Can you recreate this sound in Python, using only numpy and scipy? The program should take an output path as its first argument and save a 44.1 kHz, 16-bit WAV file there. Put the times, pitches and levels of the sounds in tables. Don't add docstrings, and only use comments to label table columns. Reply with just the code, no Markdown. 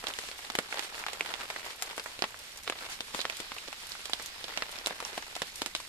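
import sys
import numpy as np
from scipy import signal
from scipy.fft import rfft, irfft, next_fast_len
from scipy.io import wavfile

SR = 44100
rng = np.random.default_rng(int(sys.argv[2]) if len(sys.argv) > 2 else 0)


def to_wav(sig):
    pcm = np.clip(np.atleast_2d(sig), -1, 1) * 32767
    pcm = np.round(pcm).astype(np.int16)
    wavfile.write(sys.argv[1], SR, pcm.T)


N = 259484
TAP_SIZE = 4096
TAP_HZ = np.fft.rfftfreq(TAP_SIZE, 1 / SR)

# start_s, relative_level_db, thump_db, snap_db, spray_db, ring_hz, ring_db, pan_db (left minus right)
FAT_DRIPS = [(0.0405, -37.5, -2, -13, -23, 670, 5, -2), (0.0695, -32, -8, 2, -22, 3940, 1, -9),
             (0.0839, -38, 4.5, 2, -8, 820, 11, -6), (0.1378, -40, -13, 1, -4, 3100, 20, -2),
             (0.1884, -34, 5, 2.5, -13, 1750, 10, 5), (0.288, -40.5, 1, -2, -16, 465, 6, 4),
             (0.3144, -41, -4, -1, -22, 4610, 7, 1), (0.5011, -34.5, 2, -3, -20.5, 1270, 13, -6),
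             (0.5528, -28.7, -2, -7, -18, 2200, 11, 2), (0.5881, -25.5, 0, -8, -20, 1540, 9, -1.5),
             (0.726, -33, -12, -14, -30, 2170, 7, -8), (0.743, -37, -8, -8, -23, 610, 8, 3),
             (0.7731, -37, -9, 2, -31, 930, 12, -6), (0.7935, -32, -6, -2.5, -19, 890, -2, -4),
             (1.0389, -38.5, -11, -18, -30, 2350, 14, -2), (1.0649, -33, -7.5, -3, -24, 1330, 11, 4),
             (1.0837, -36.5, -24, -11, -29, 1330, 4, -9), (1.1323, -37.5, 6, 1, -11, 705, 8, -4),
             (1.2086, -27.5, 4, -8, -21.5, 2500, 19.5, -0.5), (1.26, -40, -4, -11, -19, 3260, 10, -13),
             (1.2904, -43.5, 6, 1, -22, 750, 7, 3), (1.3396, -33, -4, -4, -27, 3420, 7, -22),
             (1.4095, -38.5, -9, -11, -34, 6500, 8, -2), (1.5019, -34, -6, -6, -24, 890, 2, -1),
             (1.562, -36, -3, -13, -34, 2040, 5, 0), (1.8234, -30, -6, -4, -9, 2600, -1, 3.5),
             (1.9795, -34, -4, -13, -21, 550, 1, 4), (1.9971, -36.5, -3, -6.5, -21, 4840, 10.5, 3),
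             (2.06, -37, -8, -25, -27, 930, 2, -5), (2.1913, -39.5, 7, -0.5, -18, 2530, 6.5, 0),
             (2.2223, -26.5, -3.5, -10, -28.5, 4940, 13.5, -7.5), (2.2403, -29, -2, -7, -30, 620, 2.5, 3),
             (2.3435, -44.5, -11, -17, -34, 5920, 3.5, -4), (2.6767, -32.5, 0, -5, -31, 530, 1, -1),
             (2.6988, -29, 3, -5.5, -20.5, 2700, 11, 1), (2.7236, -37, -8, -6, -34, 6500, 5, 1),
             (3.0065, -33, 3, 2.5, -17.5, 3280, 9, 2.5), (3.147, -32.5, 4, -7, -22.5, 1130, 11, 8),
             (3.1918, -35.5, 0.5, -4, -34, 430, 8, -4), (3.2041, -33.5, -14, 11, -25, 4340, 13, -5),
             (3.2146, -33, -4, 6, -14.5, 5060, 0, -6), (3.253, -30, -2, -4.5, -31, 1180, 5, 1.5),
             (3.2988, -32.5, -9, -7, -19, 2420, 15, -8), (3.4023, -36, 6, -1, -16, 640, 6, 7),
             (3.5187, -38, 0.5, -2, -31, 1180, 12, 2), (3.5837, -41.5, -4, 4, -7.5, 2600, 20, 0),
             (3.6833, -41.5, 7, -5, -20, 660, 1, -5), (3.7282, -37, -27, -12, -27, 2100, 3, 3),
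             (3.9195, -39, -7, 8, -9, 4800, 14, -8), (4.056, -37.5, -2, -1, -13, 3450, 7, -17),
             (4.097, -40.5, 0, -10, -14, 816, 12, 1), (4.134, -27, -3, 0.5, -17, 3580, 14, -7),
             (4.198, -40, -1, -16, -26, 5700, 10, 0), (4.442, -37, 1.5, 2.5, -23, 5530, 6, -4),
             (4.5747, -30, -0.5, -5, -27, 6050, 12, -4), (4.6228, -30, -4, -11.5, -35, 5060, 15, -1),
             (4.7876, -42, 4, -4, -21, 5470, 20, -11), (4.8612, -30, 4, 2, -10.5, 3900, 13.5, -4),
             (4.8707, -30, -3, -6.5, -14.5, 634, 6, -1), (4.908, -36, 6.5, -16, -32, 685, 11, -2),
             (5.0032, -36.5, 0, -3, -17, 1080, 14, 0), (5.0258, -39.5, 2.5, -9, -24, 620, 8, 8),
             (5.0499, -38.5, -17, -5, -14, 5800, 25, -16), (5.178, -33.5, 4, -5, -20, 690, 13, 2),
             (5.2243, -41, -11, -11, -31, 5920, 19, 1), (5.3532, -38.5, -18, 4, -16, 6500, 0, 0),
             (5.3648, -36.5, -5, -10, -18, 620, 7, 3), (5.4195, -29.5, 3.5, -2.5, -22, 636, 7, -3),
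             (5.619, -29.5, 3.5, -1, -17, 920, 10, 0.5), (5.6611, -32.5, 4.5, -4.5, -13.5, 5060, 3.5, -5),
             (5.7505, -29.5, -3.5, 1, -17.5, 3300, 5, -1), (5.7634, -39, -13, -1, -17, 3320, 15, 4),
             (5.8019, -42, 5, 1, -10, 1070, 15.5, 2)]
# time_s, fall_db
FINE_FALL = [(0.0, -55), (0.36, -54.5), (1.24, -48.5), (1.35, -47.5), (1.48, -51.5), (1.76, -52.5),
             (1.87, -52), (2.32, -55.5), (2.56, -56), (3.33, -52), (3.51, -54), (4.16, -54.5), (4.68, -50),
             (4.79, -50), (5.21, -51), (5.36, -55), (5.7, -57)]
# centre_s, level_db
DROPLET_CLOUDS = [(0.1, -44), (0.79, -41.5), (1.0, -43.5), (1.44, -45), (1.67, -44.5), (1.9, -44),
                  (2.838, -40.5), (4.53, -44), (5.02, -46)]
# start_s, relative_level_db
NEAR_SPLASHES = [(0.382, -49.5), (0.807, -49), (0.9917, -48), (1.6532, -47), (1.761, -51), (1.863, -47.5),
                 (1.965, -47), (2.039, -46), (2.39, -48), (2.574, -44.5), (2.634, -46.5), (2.9, -47),
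                 (3.369, -43), (3.543, -49.5), (3.869, -47), (3.893, -47), (4.223, -44), (4.26, -40),
                 (4.7146, -45.5), (5.5576, -42.5), (5.58, -49), (5.7725, -49)]
# time_s, level_db
FOLIAGE_LEVEL = [(0, -48.5), (1.0, -48.3), (2.0, -49.5), (2.4, -50.5), (2.85, -48.5), (3.3, -48.8),
                 (3.38, -44), (3.48, -49), (4.1, -47.5), (4.65, -50), (5.3, -46.7), (5.88, -48.8)]
# time_s, level_db
RIVER_LEVEL = [(0, -55), (1.0, -54), (2.5, -56.5), (3.1, -57), (3.4, -48), (3.7, -51), (4.3, -48),
               (5.0, -53), (5.88, -54.5)]

# frequency_hz, relative_density_db
CLOTH_SPECTRUM = [(60, -14), (130, -11.5), (220, -3), (450, 0.5), (800, 1), (1500, -0.5), (3000, 3),
                  (4500, 3), (6300, 6.5), (8000, 9), (11000, 2.5), (14500, -6)]
FINE_DROP_SPECTRUM = [(80, -27), (200, -10.5), (500, 1.5), (900, 1), (2000, 1), (4000, -4), (6500, -11),
                      (14000, -21)]
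SPLASH_SPECTRUM = [(300, -12.5), (1500, -4.5), (3500, 2.5), (5500, 3), (7800, -1.5), (11000, -4),
                   (14000, -6)]
FOLIAGE_SPECTRUM = [(150, -11), (400, -8), (1000, -1.5), (2200, 2.5), (4000, 1.5), (5200, -1), (6500, -3),
                    (8000, -6), (10500, -10), (14000, -19)]
RIVER_SPECTRUM = [(300, -17.5), (1000, -7.5), (2200, -2), (4000, 0), (5200, -1.5), (6500, -13), (9000, -21),
                  (14000, -38)]
AIR_SPECTRUM = [(15, -6), (29, -0.5), (42, -1.5), (62, -4.5), (85, -6), (130, -11.5), (220, -12),
                (500, -22.5)]

# frequency_hz, side_re_mid_db
DRIP_WIDTH = [(50, -30), (160, -17), (350, -12), (650, -5), (1100, -1.5), (2400, 1), (5000, 0), (6400, 4.5),
              (7400, -6.5), (14000, -9)]
FIELD_WIDTH = [(30, -14), (160, -13), (350, -9), (650, -2.5), (1100, 1), (2400, 1.5), (5000, 0.5),
               (6600, 1.5), (7300, -14.5), (14000, -38)]
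# frequency_hz, left_minus_right_db
SENSITIVITY_BALANCE = [(400, 0.5), (1000, -1), (2200, -1), (4500, -3), (7000, -3), (10000, -0.5)]


def tarp_drips(gain_db=27.5, heft=0.28, closeness=0.22, ring_lingers=0.2, attack_blur_db=-20.0):
    out = np.zeros((2, N))
    for row in list(FAT_DRIPS) + light_drips():
        start_s, level_db, thump_db, snap_db, spray_db, ring_hz, ring_db, pan_db = row
        bands = [(380, thump_db), (800, 0), (1900, 0), (4000, snap_db), (8000, spray_db)]
        colour_db = at_hz(CLOTH_SPECTRUM, TAP_HZ) + at_hz(bands, TAP_HZ)
        force_db = level_db + 26
        colour_db += at_hz([(150, heft * force_db), (400, 0)], TAP_HZ)
        peak_db = ring_db * resonance(ring_hz, octaves=0.31 * (3000 / ring_hz) ** 0.24)
        hit = impact(colour_db + ring_lingers * peak_db, DRIP_WIDTH, pan_db,
                     flutter_db=-0.3 - closeness * force_db, flutter_t60_s=0.037,
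                     echo_db=-6.0 - closeness * force_db, echo_t60_s=0.11,
                     pulse_ring_db=(1 - ring_lingers) * peak_db,
                     lead_s=0.00003 * pan_db, scatter_s=0.00011)
        hit *= from_db(level_db + gain_db)
        add(out, start_s, hit)
        for offset, size in rng.standard_normal((3, 2)):
            add(out, start_s + 0.0044 * offset, from_db(attack_blur_db) * size * hit)
    return out


def light_drips(count=24, crowding=3.0, ring_range_hz=(1200, 6500)):
    cumulative_rate = np.cumsum(from_db(crowding * in_time(FINE_FALL)))
    start_s = np.searchsorted(cumulative_rate, rng.random(count) * cumulative_rate[-1]) / SR
    mean_db, spread_db = (-44, -8, -6, -22, 9, -2.5), (1.0, 5.2, 5.4, 5, 3, 5.8)
    drawn_db = mean_db + spread_db * rng.standard_normal((count, 6))
    level_db, thump_db, snap_db, spray_db, ring_db, pan_db = drawn_db.T
    ring_hz = np.exp(rng.uniform(*np.log(ring_range_hz), count))
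    return list(zip(start_s, level_db, thump_db, snap_db, spray_db, ring_hz, ring_db, pan_db))


def tarp_patter(per_s=200, spread_db=2.3, ring_db=7.5):
    drop_db = at_hz(FINE_DROP_SPECTRUM, TAP_HZ)
    spots = [impact(drop_db + ring_db * resonance(ring_hz, octaves=0.32), FIELD_WIDTH, pan_db=1.5,
                    flutter_db=1.0, flutter_t60_s=0.021, echo_db=-1.0, echo_t60_s=0.18)
             for ring_hz in np.geomspace(700, 4500, 40)]
    return patter_envelope() * shower(spots, per_s, spread_db)


def patter_envelope(base_db=-50, swing=1.5, swell_s=0.039):
    t = np.arange(N) / SR
    fall_db = in_time(FINE_FALL)
    power = from_db(base_db + swing * (fall_db - fall_db.mean())) ** 2
    for centre_s, level_db in DROPLET_CLOUDS:
        power += from_db(level_db) ** 2 * np.exp(-((t - centre_s) / swell_s) ** 2)
    return np.sqrt(power)


def splashes(gain_db=28.3, ring_db=5.5):
    out = np.zeros((2, N))
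    for start_s, level_db in NEAR_SPLASHES:
        ring_hz = rng.uniform(6000, 12000)
        colour_db = at_hz(SPLASH_SPECTRUM, TAP_HZ) + ring_db * resonance(ring_hz, octaves=0.11)
        spray = impact(colour_db, FIELD_WIDTH, pan_db=3.0,
                       flutter_db=1.0, flutter_t60_s=0.032, echo_db=4.0, echo_t60_s=0.092)
        add(out, start_s, from_db(level_db + gain_db) * spray)
    return out


def foliage_rain(ticks_per_s=420, spread_db=3.5, wash_db=-2.24, ticks_db=-4.5, ring_db=13.5):
    flicker_db = 4.0 * drift(per_s=25)
    wash = from_db(wash_db + flicker_db) * diffuse_noise(FOLIAGE_SPECTRUM)
    tick_db = at_hz(FOLIAGE_SPECTRUM, TAP_HZ) + at_hz([(700, -8.5), (3000, 0)], TAP_HZ)
    spots = []
    for ring_hz in np.geomspace(1700, 12000, 48):
        tick = impact(tick_db + ring_db * resonance(ring_hz, octaves=0.13), FIELD_WIDTH, pan_db=-7.5,
                      flutter_db=4.5, flutter_t60_s=0.015, echo_db=1.0, echo_t60_s=0.098)
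        size_db = at_hz([(4500, -5.5), (13000, -8.5)], ring_hz)
        spots.append(from_db(size_db) * tick)
    ticks = from_db(ticks_db) * shower(spots, ticks_per_s, spread_db)
    return from_db(in_time(FOLIAGE_LEVEL)) * (wash + ticks)


def river_rain():
    return from_db(in_time(RIVER_LEVEL)) * diffuse_noise(RIVER_SPECTRUM)


def air_rumble(level_db=-58.0, swell_db=1.0):
    return from_db(level_db - swell_db * drift(per_s=3.9)) * diffuse_noise(AIR_SPECTRUM)


def impact(colour_db, width, pan_db, flutter_db, flutter_t60_s, echo_db, echo_t60_s,
           pulse_ring_db=0, lead_s=0, scatter_s=0.00022):
    t = np.arange(TAP_SIZE) / SR
    left_lead_s = lead_s + scatter_s * rng.uniform(-1, 1)
    lag_samples = np.round(SR * np.maximum(left_lead_s * np.array([[-1], [1]]), 0))
    pulse = np.where(np.arange(TAP_SIZE) == lag_samples, -1, 0)
    pulse = minimum_phase(pulse, pulse_ring_db + np.zeros(len(TAP_HZ)))
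    tails = np.zeros((2, TAP_SIZE))
    for tail_db, t60_s in ((flutter_db, flutter_t60_s), (echo_db, echo_t60_s)):
        decay = np.exp(-np.log(1000) * t / t60_s)
        tails += from_db(tail_db) * rms_one(rng.standard_normal((2, TAP_SIZE)) * decay)
    ear_gains = rms_one(from_db(split_between_ears(pan_db)))
    left, right = ear_gains * (pulse + tails / np.sqrt(TAP_SIZE))
    mid_db, side_db = mid_and_side(colour_db, width, TAP_HZ)
    mid, side = minimum_phase(left + right, mid_db), minimum_phase(left - right, side_db)
    return rms_one(np.array([mid + side, mid - side])) / np.sqrt(TAP_SIZE)


def shower(spots, per_s, spread_db):
    gap_draw, size_draw, spot_draw = rng.random((8000, 3)).T
    times_s = np.cumsum(-np.log(1 - gap_draw)) / per_s
    sizes = from_db(spread_db * np.minimum(-np.log(1 - size_draw), np.pi))
    struck = (spot_draw * len(spots)).astype(int)
    out = np.zeros((2, N))
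    for start_s, size, spot in zip(times_s, sizes, struck):
        if start_s < N / SR:
            add(out, start_s, size * spots[spot])
    return rms_one(out)


def diffuse_noise(spectrum):
    white = rng.standard_normal((2, N))
    mid, side = coloured(white, lambda hz: mid_and_side(at_hz(spectrum, hz), FIELD_WIDTH, hz))
    return rms_one(np.array([mid + side, mid - side]))


def mid_and_side(colour_db, width, hz):
    width_db = at_hz(width, hz)
    mid_db = colour_db - 10 * np.log10(1 + from_db(width_db) ** 2)
    return mid_db, mid_db + width_db


def split_between_ears(difference_db):
    return difference_db * np.array([[.5], [-.5]])


def resonance(centre_hz, octaves):
    return 1 / (1 + (np.log2((TAP_HZ + 1) / centre_hz) / octaves) ** 2)


def minimum_phase(x, gain_db):
    cepstrum = irfft(np.log(from_db(gain_db)))
    cepstrum[1:TAP_SIZE // 2] *= 2
    cepstrum[TAP_SIZE // 2 + 1:] = 0
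    return irfft(rfft(x) * np.exp(rfft(cepstrum)))


def coloured(x, gain_db_at):
    size = next_fast_len(N, real=True)
    gain = from_db(gain_db_at(np.fft.rfftfreq(size, 1 / SR)))
    return irfft(rfft(x, size) * gain, size)[..., :N]


def drift(per_s):
    knots = rng.standard_normal(2000)
    return np.interp(np.arange(N) / SR * per_s, np.arange(len(knots)), knots)


def in_time(rows):
    return np.interp(np.arange(N) / SR, *np.transpose(rows))


def at_hz(points, hz):
    knots_hz, values_db = np.transpose(points)
    return np.interp(np.log(hz + 1), np.log(knots_hz), values_db)


def add(out, start_s, sound):
    start = int(np.clip(round(start_s * SR), 0, N - 1))
    out[:, start:start + TAP_SIZE] += sound[:, :N - start]


def from_db(db):
    return 10 ** (np.asarray(db) / 20)


def rms_one(x):
    return x / np.sqrt(np.mean(x ** 2) + 1e-20)


def scene():
    return tarp_drips() + tarp_patter() + splashes() + foliage_rain() + river_rain() + air_rumble()


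def record(dry, cutoff_hz=14300):
    heard = coloured(dry, lambda hz: split_between_ears(at_hz(SENSITIVITY_BALANCE, hz)))
    low_pass = signal.ellip(10, .2, 80, cutoff_hz, fs=SR, output="sos")
    return signal.sosfilt(low_pass, heard)


dry = scene()
out = record(dry)
to_wav(out)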